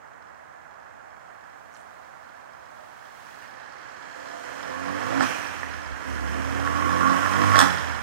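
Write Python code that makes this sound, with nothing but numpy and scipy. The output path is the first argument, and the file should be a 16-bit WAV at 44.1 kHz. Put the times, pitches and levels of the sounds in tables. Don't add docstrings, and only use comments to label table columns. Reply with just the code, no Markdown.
import sys
import numpy as np
from scipy import signal
from scipy.fft import rfft, irfft, next_fast_len
from scipy.io import wavfile
from scipy.ndimage import uniform_filter1d

SR = 44100
rng = np.random.default_rng(int(sys.argv[2]) if len(sys.argv) > 2 else 0)


def master(y):
    cut = np.clip(np.atleast_2d(y).T, -1, 1)
    pcm = np.round(cut * 32767)
    wavfile.write(sys.argv[1], SR, pcm.astype(np.int16))


N = 353682
TIME = np.arange(N) / SR

# frequency in Hz, gain in dB.
LEFT_PORT_GAIN = [(60, -5), (200, -6.5), (400, -9.5), (750, -8), (1100, -13), (1500, -17.5), (2400, -9.5),
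                  (3300, -6.5), (4600, -7.5), (6300, 4), (9000, 1.5), (12500, -9.5), (16000, -10)]
# frequency in Hz, phase in radians.
LEFT_PORT_LEAD = [(260, 0), (1000, .3), (2000, 3.2), (3500, 3.7), (4700, 10), (5400, 11.7), (8600, 15.7),
                  (12000, 28), (16000, 48)]
# frequency in Hz, likeness from 0 to 1.
PORT_LIKENESS = [(60, 0.92), (300, 0.71), (700, 0.76), (1400, 0.01), (3000, 0.06)]

# frequency in Hz, relative level in dB.
TOWN_SPECTRUM = [(25, -33), (55, -5.5), (80, -5), (400, -10.5), (600, -1), (770, 0), (1100, -1),
                 (1600, -2.5), (2200, -15), (3000, -31), (4600, -38), (7000, -35), (11000, -43.5),
                 (15000, -39)]
ROAR_SPECTRUM = [(30, -15.5), (100, -5.5), (380, -5), (700, 0.5), (1000, 1.5), (1700, 2.5), (2200, -5),
                 (3000, -13), (4000, -27), (5000, -48), (7000, -26), (11000, -43), (16000, -78)]
AIR_SPECTRUM = [(800, -38), (2000, -35), (3100, 9.5), (3900, -24), (4700, -6.5), (5500, 1.5), (7500, -7),
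                (9500, -5.5), (11000, -14), (12800, -7.5), (16000, -17.5)]
CRACK_SPECTRUM = [(30, 5), (400, -35), (1500, -22.5), (3300, 3.5), (4200, -2.5), (5500, 0.5), (9500, -7.5),
                  (11000, -17.5), (13000, -10), (16000, -30)]

# start in seconds, pitch and width in Hz, drive in dB, decay in seconds.
NEAR_TICKS = [(1.730, 6100, 2200, -43, .003), (1.739, 7300, 3000, -42, .003),
              (1.746, 6200, 2200, -35, .003), (1.753, 4500, 2200, -37, .003),
              (1.766, 2200, 3000, -30, .0008), (1.803, 7500, 3500, -44, .003),
              (1.815, 7800, 2600, -35, .0007)]
# start in seconds, drive in dB.
FAR_KNOCKS = [(2.719, -44), (2.786, -45), (2.825, -48)]
SCUFF_STROKES = [(3.42, -37.5), (3.44, -48)]
# centre and half width in seconds, level in dB.
SIZZLE_SWELLS = [(1.951, 0.76, -62), (2.9, 0.29, -60.5), (3.32, 0.24, -54)]

# time in seconds, turns per second.
CRANK_SPEED = [(4.0, 32.8), (4.3, 35.6), (4.5, 38), (4.8, 44.8), (4.97, 48.6), (5.06, 52), (5.21, 55.8),
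               (5.45, 46.3), (5.6, 39.8), (5.95, 33.8), (6.1, 38.2), (6.23, 36.4), (6.33, 37.8), (6.66, 40),
               (7.09, 44.8), (7.32, 47.8), (7.55, 51), (7.66, 45.3), (8.02, 36.4)]
# throttle opening and shutting in seconds, rasp flare and valve gain in dB.
THROTTLE_PULLS = [(4.096, 5.243, 1, -31), (6.019, 7.596, 9.5, -38)]
# start in seconds, then drive of bang, crack and thump in dB.
BACKFIRES = [(5.174, -12, -54, -30), (5.207, -2, -37, -9), (5.218, -8, -36, -16), (5.224, -9, -33, -18),
             (5.229, -10, -34, -16), (5.237, -5, -38, -18), (5.631, -9, -58, -23), (6.674, -4.5, -62, -25),
             (7.006, -5, -62, -32), (7.259, -5, -62, -32), (7.519, -4, -45, -28), (7.543, -3, -42, -24),
             (7.550, -1, -38, -20), (7.558, 5, -27, -22), (7.567, -4, -28, -25), (7.581, 4.5, -25, -21),
             (7.590, 7, -11, -18), (7.602, 5, -18, -17), (7.613, 5, -20, -13), (7.619, 2, -25, -18),
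             (7.624, -2, -26, -15), (7.636, -6, -31, -21)]
# centre and half width in seconds, change in dB.
BOOM_SURGES = [(5.35, 0.028, -10), (5.85, 0.071, -1), (6.02, 0.05, -11), (7.15, 0.048, -10.5),
               (7.54, 0.11, 10)]
GROWL_SURGES = [(4.35, .06, 4), (4.92, .07, 2.5), (5.03, .033, -4), (5.185, .06, 8), (6.42, .1, 2),
                (6.62, .08, 3), (6.92, .06, 2), (7.09, .085, 5.5), (7.27, .07, -7), (7.42, .045, 4),
                (7.55, .045, -5), (7.68, .07, 6.5)]
SONG_SWELLS = [(6.69, .04, 3), (6.8, .06, 2), (7.05, .06, 4), (7.14, .02, 2), (7.21, .025, -6),
               (7.31, .05, -3), (7.44, .05, 1), (7.56, .035, 6)]

# frequency and width in Hz, relative gain in dB.
PIPE_MODES = [(117, 5, 6), (181, 15, -1), (226, 14, -6), (275, 16, 6), (292, 7, 1), (370, 70, -15),
              (515, 30, -3.5), (692, 18, -4)]
BURBLE_MODES = [(245, 60, -4), (520, 50, -2), (680, 60, -4)]
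RASP_MODES = [(810, 130, -7), (1070, 200, -4), (1400, 130, -2), (1700, 180, -2), (1940, 140, -7),
              (3270, 450, -16), (5500, 600, -20)]
SONG_MODES = [(1045, 30, -9), (1116, 28, 0), (1408, 40, -11)]
BLAST_MODES = [(560, 280, -9), (830, 170, -5.5), (1120, 230, -3), (1420, 230, 0), (1700, 220, -2.5),
               (1950, 150, -5)]
THUMP_MODES = [(88, 11, -8), (205, 41, -21), (268.4, 16, 3), (401, 570, -18), (607, 270, -11),
               (860, 67, -7)]
LIP_MODES = [(3420, 410, -2.5)]
VALVE_HISS_MODES = [(2420, 810, -5), (6020, 300, -12)]
VALVE_SPURT_MODES = [(3480, 340, -1), (5000, 1100, 5)]
NOSE_HISS_MODES = [(4260, 870, -2.5), (6200, 480, -6)]
NOSE_WHINE_MODES = [(1678, 220, 0)]

BOOM_LAW = (-26.5, 9, -13, -5.5, -22)
GROWL_LAW = (-27.8, 6.5, 12.5, -9, -2.5)
RASP_LAW = (-34, 7.5, 19, 0.5, 4)
SONG_LAW = (-22, 11.5, 0, -18, -3)
ROAR_LAW = (-27.5, 6.5, 15, -0.18, 1)
AIR_LAW = (-45, -0.5, 16.5, -3, 5)
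NOSE_HISS_LAW = (-41.5, 11, 12, -0.5, 3.5)
NOSE_WHINE_LAW = (-37.5, 4.5, -6, 1.5, -6.5)

NEAREST_S, NEAREST_M, CAR_M_PER_S = 7.53, 16.3, 12.66
SCREENED_DB, SCREENED_UNTIL_S, UNSCREEN_S = -6, 2.91, 0.92
IN_VIEW_S, EMERGE_S = 4.89, 0.4
STREET_T60_S, TREBLE_LOSS_DB_PER_M = 0.6, 0.52
CRUISE_TURNS_PER_S, THROTTLE_OPEN_S, THROTTLE_SHUT_S, FLARE_S = 40, .09, .17, .068
VALVE_ATTACK_S, VALVE_FALL_DB_PER_S, SPURT_DECAY_S = .036, 30, .04
BOOM_PEAK_HZ, BOOM_PEAK_HALF_WIDTH_HZ, BOOM_PEAK_DB = 114.3, 6.3, 11.5
SONG_TURNS_PER_S, SONG_DB_PER_TURN, SONG_SAG_DB, SONG_WAVER_S = 42.2, 4.2, 4, .00018
BLAST_TOP_HZ, MICROPHONE_TOP_HZ = 2400, 15800


def from_db(db):
    return np.exp(np.asarray(db) * (np.log(10) / 20))


def rms_one(x):
    return x / np.sqrt(np.mean(x ** 2) + 1e-20)


def at_hz(points, hz):
    f, value = np.transpose(points)
    return np.interp(np.log(hz + 1), np.log(f), value)


def colour(x, spectrum):
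    size = next_fast_len(N + 4096)
    gain = from_db(at_hz(spectrum, np.fft.rfftfreq(size, 1 / SR)))
    return irfft(rfft(x, size) * gain, size)[..., :N]


def resonate(x, modes):
    out = 0
    for k, (hz, width, db) in enumerate(modes):
        r = np.exp(-np.pi * width / SR)
        feed = np.array([1, 0, -1]) * (1 - r * r) / 2
        feedback = [1, -2 * r * np.cos(2 * np.pi * hz / SR), r * r]
        out = out + (-1) ** k * from_db(db) * signal.lfilter(feed, feedback, x + 1e-18)
    return out


def ramp(start_s, length_s):
    return np.clip((TIME - start_s) / length_s, 0, 1)


def bell(s, half_width_s):
    return np.exp(-((TIME - s) / half_width_s) ** 2)


def swells(rows):
    return sum(db * bell(s, half_width_s) for s, half_width_s, db in rows)


def drift(rate_hz):
    r = np.exp(-200 * np.pi * rate_hz / SR)
    slow = signal.lfilter([1], [1, -2 * r, r * r], rng.standard_normal(N // 100 + 1002))[1000:]
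    return np.interp(np.arange(N) / 100, np.arange(len(slow)), rms_one(slow))


def clicks(times, levels_db):
    out = np.zeros(N)
    out[(np.asarray(times) * SR).astype(int)] = from_db(levels_db)
    return out


def bursts(times, levels_db, decay_s):
    envelope = signal.lfilter([1], [1, -np.exp(-1 / (decay_s * SR))], clicks(times, levels_db) + 1e-18)
    return envelope * rng.standard_normal(N)


def diffuse_noise(size):
    padded = next_fast_len(size)
    mid, side = rfft(rng.standard_normal((2, padded)))
    alike = np.clip(at_hz(PORT_LIKENESS, np.fft.rfftfreq(padded, 1 / SR)), 0, 1)
    ports = np.sqrt(1 + alike) * mid + np.sqrt(1 - alike) * side * [[1], [-1]]
    return rms_one(irfft(ports, padded)[:, :size])


def rush(spectrum, level_db, flutter_db):
    return from_db(level_db + flutter_db * drift(10.4)) * rms_one(colour(diffuse_noise(N), spectrum))


def hiss(level_db, modes):
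    return from_db(level_db) * rms_one(resonate(resonate(diffuse_noise(N), modes), modes))


def street(x, early_db, early_s, tail_db):
    t = TIME[:SR]
    early = diffuse_noise(SR) * np.exp(-t / early_s) * np.sqrt(2 / (early_s * SR))
    tail = diffuse_noise(SR) * from_db(-60 * t / STREET_T60_S) * (1 - np.exp(-t / 0.0062))
    echoes = from_db(early_db) * early + from_db(tail_db) * rms_one(tail) / np.sqrt(SR)
    echoes[:, 0] += 1
    return signal.fftconvolve(x[None], rms_one(echoes) / np.sqrt(SR), axes=1)[:, :N]


def town():
    hum = rush(TOWN_SPECTRUM, level_db=-44, flutter_db=0)
    whine = hiss(-54.5 + 1.5 * drift(0.27), [(745, 150, 0)])
    return (hum + whine) * from_db([[2.5], [0]])


def small_sounds():
    ticks = 0
    for s, hz, width, db, decay_s in NEAR_TICKS:
        mode = [(hz, width, 0)]
        ticks = ticks + resonate(resonate(bursts([s], [db], decay_s), mode), mode)
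    rustle = bell(1.78, half_width_s=.06) * hiss(-64 + 3 * drift(80), [(7200, 4500, 0)])
    near = (ticks + rustle) * np.array([[-.4], [1]])
    strokes = bursts(*np.transpose(SCUFF_STROKES), decay_s=0.02)
    scuff = resonate(strokes, [(1680, 220, 18), (2900, 1400, -3), (4440, 400, -2)])
    hollow = [(630, 230, 14)]
    knocks = resonate(resonate(bursts(*np.transpose(FAR_KNOCKS), decay_s=0.017), hollow), hollow)
    treble = rms_one(colour(diffuse_noise(N), [(3000, 7), (7000, -3), (11000, -5), (14500, -5)]))
    sizzle = treble * sum(from_db(db) * bell(s, half_width_s) for s, half_width_s, db in SIZZLE_SWELLS)
    return near + street(scuff + knocks, early_db=-3, early_s=0.014, tail_db=-10) + sizzle


def crank_speed():
    return np.interp(TIME, *np.transpose(CRANK_SPEED))


def throttle_shut():
    return 1 - sum(ramp(opens, THROTTLE_OPEN_S) - ramp(shuts, THROTTLE_SHUT_S)
                   for opens, shuts, _, _ in THROTTLE_PULLS)


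def passage():
    along = CAR_M_PER_S * (TIME - NEAREST_S)
    distance = np.hypot(along, NEAREST_M)
    return distance, along / distance, 1 - ramp(IN_VIEW_S - EMERGE_S, EMERGE_S)


def car_level(law):
    near_db, closer_db, revs_db, shut_db, hidden_db = law
    distance, _, hidden = passage()
    engine_db = revs_db * np.log2(crank_speed() / CRUISE_TURNS_PER_S) + shut_db * throttle_shut()
    cover_db = hidden_db * hidden + SCREENED_DB * (1 - ramp(SCREENED_UNTIL_S, UNSCREEN_S))
    return near_db + closer_db * np.log2(NEAREST_M / distance) + engine_db + cover_db


def tyre_roar():
    return rush(ROAR_SPECTRUM, car_level(ROAR_LAW), flutter_db=0.5)


def nose():
    _, facing, _ = passage()
    beam = np.maximum(-facing, 0) ** 2.7
    sheen = bell(4.38, half_width_s=.42) * hiss(-62, [(7200, 1300, 0)])
    tyres = hiss(car_level(NOSE_HISS_LAW), NOSE_HISS_MODES)
    whine = hiss(car_level(NOSE_WHINE_LAW), NOSE_WHINE_MODES)
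    return beam * (tyres + whine) + sheen


def intake():
    distance, _, _ = passage()
    air_db = car_level(AIR_LAW) - TREBLE_LOSS_DB_PER_M * (distance - NEAREST_M)
    blow, spurt = 0, 0
    for _, shuts, _, db in THROTTLE_PULLS:
        valve_opens = shuts - VALVE_ATTACK_S
        bleed_db = VALVE_FALL_DB_PER_S * np.maximum(TIME - shuts, 0)
        blow = blow + ramp(valve_opens, VALVE_ATTACK_S) * from_db(db - bleed_db)
        spurt_decay = np.exp(-np.maximum(TIME - valve_opens, 0) / SPURT_DECAY_S)
        spurt = spurt + ramp(valve_opens, 0.0023) * from_db(db) * spurt_decay
    puff = rush(AIR_SPECTRUM, level_db=-11, flutter_db=.8)
    draught = rush(AIR_SPECTRUM, air_db, flutter_db=.6)
    return draught + blow * (hiss(-3, VALVE_HISS_MODES) + puff) + spurt * hiss(-6, VALVE_SPURT_MODES)


def gas_pulses(turns, uneven_db, rough_db, turbulence, open_share):
    firing = np.floor(2 * turns).astype(int)
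    strength = from_db(uneven_db * (firing % 2) + rough_db * rng.standard_normal(2000)[firing])
    fronts = np.diff(firing, prepend=0) * strength
    jet = np.exp(-(2 * turns % 1) / open_share) * strength * rng.standard_normal(N)
    return rms_one(fronts) + turbulence * rms_one(jet)


def firing_boom(turns, speed):
    peak_db = BOOM_PEAK_DB / (1 + ((2 * speed - BOOM_PEAK_HZ) / BOOM_PEAK_HALF_WIDTH_HZ) ** 2)
    misfire_db = 9 * throttle_shut() * (.35 - np.tanh(drift(22) ** 2))
    throb_db = 1.3 * drift(16)
    level_db = car_level(BOOM_LAW) + swells(BOOM_SURGES) + peak_db + throb_db + misfire_db
    return from_db(level_db) * np.sqrt(2) * np.sin(4 * np.pi * turns)


def pipe_growl(turns, speed, level_db, odd_db):
    _, facing, hidden = passage()
    tilt_db = -4.5 + 10 * hidden - 8 * facing
    combustion_db = 1.3 * drift(45)
    grid_hz = np.arange(1200.)
    response = np.sqrt(sum(from_db(2 * db) / (1 + (2 * (grid_hz - hz) / width) ** 2)
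                           for hz, width, db in PIPE_MODES))
    note, power = 0, 0
    for order in range(3, 20):
        order_db = tilt_db * np.log2(order) + odd_db * (order % 2) + 3 * drift(11)
        blur = np.interp(order, [6, 12], [.015, .055]) * drift(16)
        gain = np.interp(order * speed, grid_hz, response) * from_db(order_db)
        note = note + gain * np.sin(2 * np.pi * (order * turns + blur + rng.random()))
        power = power + gain ** 2 / 2
    return from_db(level_db + combustion_db) * note / np.sqrt(power)


def silencer_burble(turns, level_db):
    lumps = gas_pulses(turns, uneven_db=3, rough_db=4, turbulence=.6, open_share=.3)
    return from_db(level_db) * rms_one(resonate(lumps, BURBLE_MODES))


def tailpipe_rasp(pulses):
    flare_db = swells([(shuts, FLARE_S, db) for _, shuts, db, _ in THROTTLE_PULLS])
    level_db = car_level(RASP_LAW) + 0.18 * swells(GROWL_SURGES) + flare_db
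    rasp = from_db(level_db) * rms_one(resonate(pulses, RASP_MODES))
    return street(rasp, early_db=-3, early_s=.007, tail_db=-5)


def tailpipe_song(pulses, turns, speed, waver_db):
    low_revs_db = SONG_DB_PER_TURN * np.maximum(SONG_TURNS_PER_S - speed, 0)
    sag_db = SONG_SAG_DB * uniform_filter1d(.5 - 2 * turns % 1, SR // 600)
    level_db = car_level(SONG_LAW) + swells(SONG_SWELLS) + waver_db - low_revs_db + sag_db
    ring = rms_one(resonate(pulses, SONG_MODES))
    held = ring / (uniform_filter1d(ring ** 2, SR // 50) + .1) ** .3
    wavering = np.interp(TIME + SONG_WAVER_S * drift(5.7), TIME, held)
    return from_db(level_db) * rms_one(wavering)


def exhaust():
    speed = crank_speed()
    song_waver_db = 1.5 * drift(8)
    wobble = (0.00404 + .014 * throttle_shut()) * drift(13.72)
    turns = np.cumsum(speed * (1 + wobble)) / SR
    boom = firing_boom(turns, speed)
    growl_db = car_level(GROWL_LAW) + swells(GROWL_SURGES)
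    growl = pipe_growl(turns, speed, growl_db, odd_db=-1)
    pulses = gas_pulses(turns, uneven_db=3, rough_db=2.3, turbulence=1.3, open_share=.4)
    pulses = signal.sosfilt(signal.butter(2, 400, "high", fs=SR, output="sos"), pulses)
    song = tailpipe_song(pulses, turns, speed, song_waver_db)
    burble = silencer_burble(turns, growl_db - 16)
    return boom + growl + burble + tailpipe_rasp(pulses) - song


def backfires():
    starts, bang_db, crack_db, thump_db = np.transpose(BACKFIRES)
    bang = 0
    for k, mode in enumerate(BLAST_MODES):
        strength_db = bang_db + 2 * rng.standard_normal(len(starts))
        blast = 7 * clicks(starts, strength_db) + bursts(starts, strength_db - 5, decay_s=.002)
        bang = bang + (-1) ** k * from_db(8) * resonate(blast, [mode])
    bang = signal.sosfilt(signal.butter(2, BLAST_TOP_HZ, fs=SR, output="sos"), bang)
    shove = clicks(starts, thump_db) + bursts(starts, thump_db - 25, decay_s=.008)
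    thump = from_db(42) * resonate(shove, THUMP_MODES)
    sparks = bursts(starts, crack_db, decay_s=.0025)
    crack = from_db(10) * (colour(sparks, CRACK_SPECTRUM) + resonate(sparks, LIP_MODES))
    return thump + street(bang + crack, early_db=-6, early_s=.014, tail_db=-6)


def scene():
    return tyre_roar() + exhaust() + backfires() + nose() + intake() + town() + small_sounds()


def record(dry):
    size = next_fast_len(N + 4096)
    lead = np.exp(1j * at_hz(LEFT_PORT_LEAD, np.fft.rfftfreq(size, 1 / SR)))
    left = irfft(rfft(colour(dry[0], LEFT_PORT_GAIN), size) * lead, size)[:N]
    ports = np.array([-left, dry[1]])
    rounded = ports / (1 + (ports / .86) ** 6) ** (1 / 6)
    return signal.sosfilt(signal.ellip(12, .1, 80, MICROPHONE_TOP_HZ, fs=SR, output="sos"), rounded)


dry = scene()
out = record(dry)
master(out)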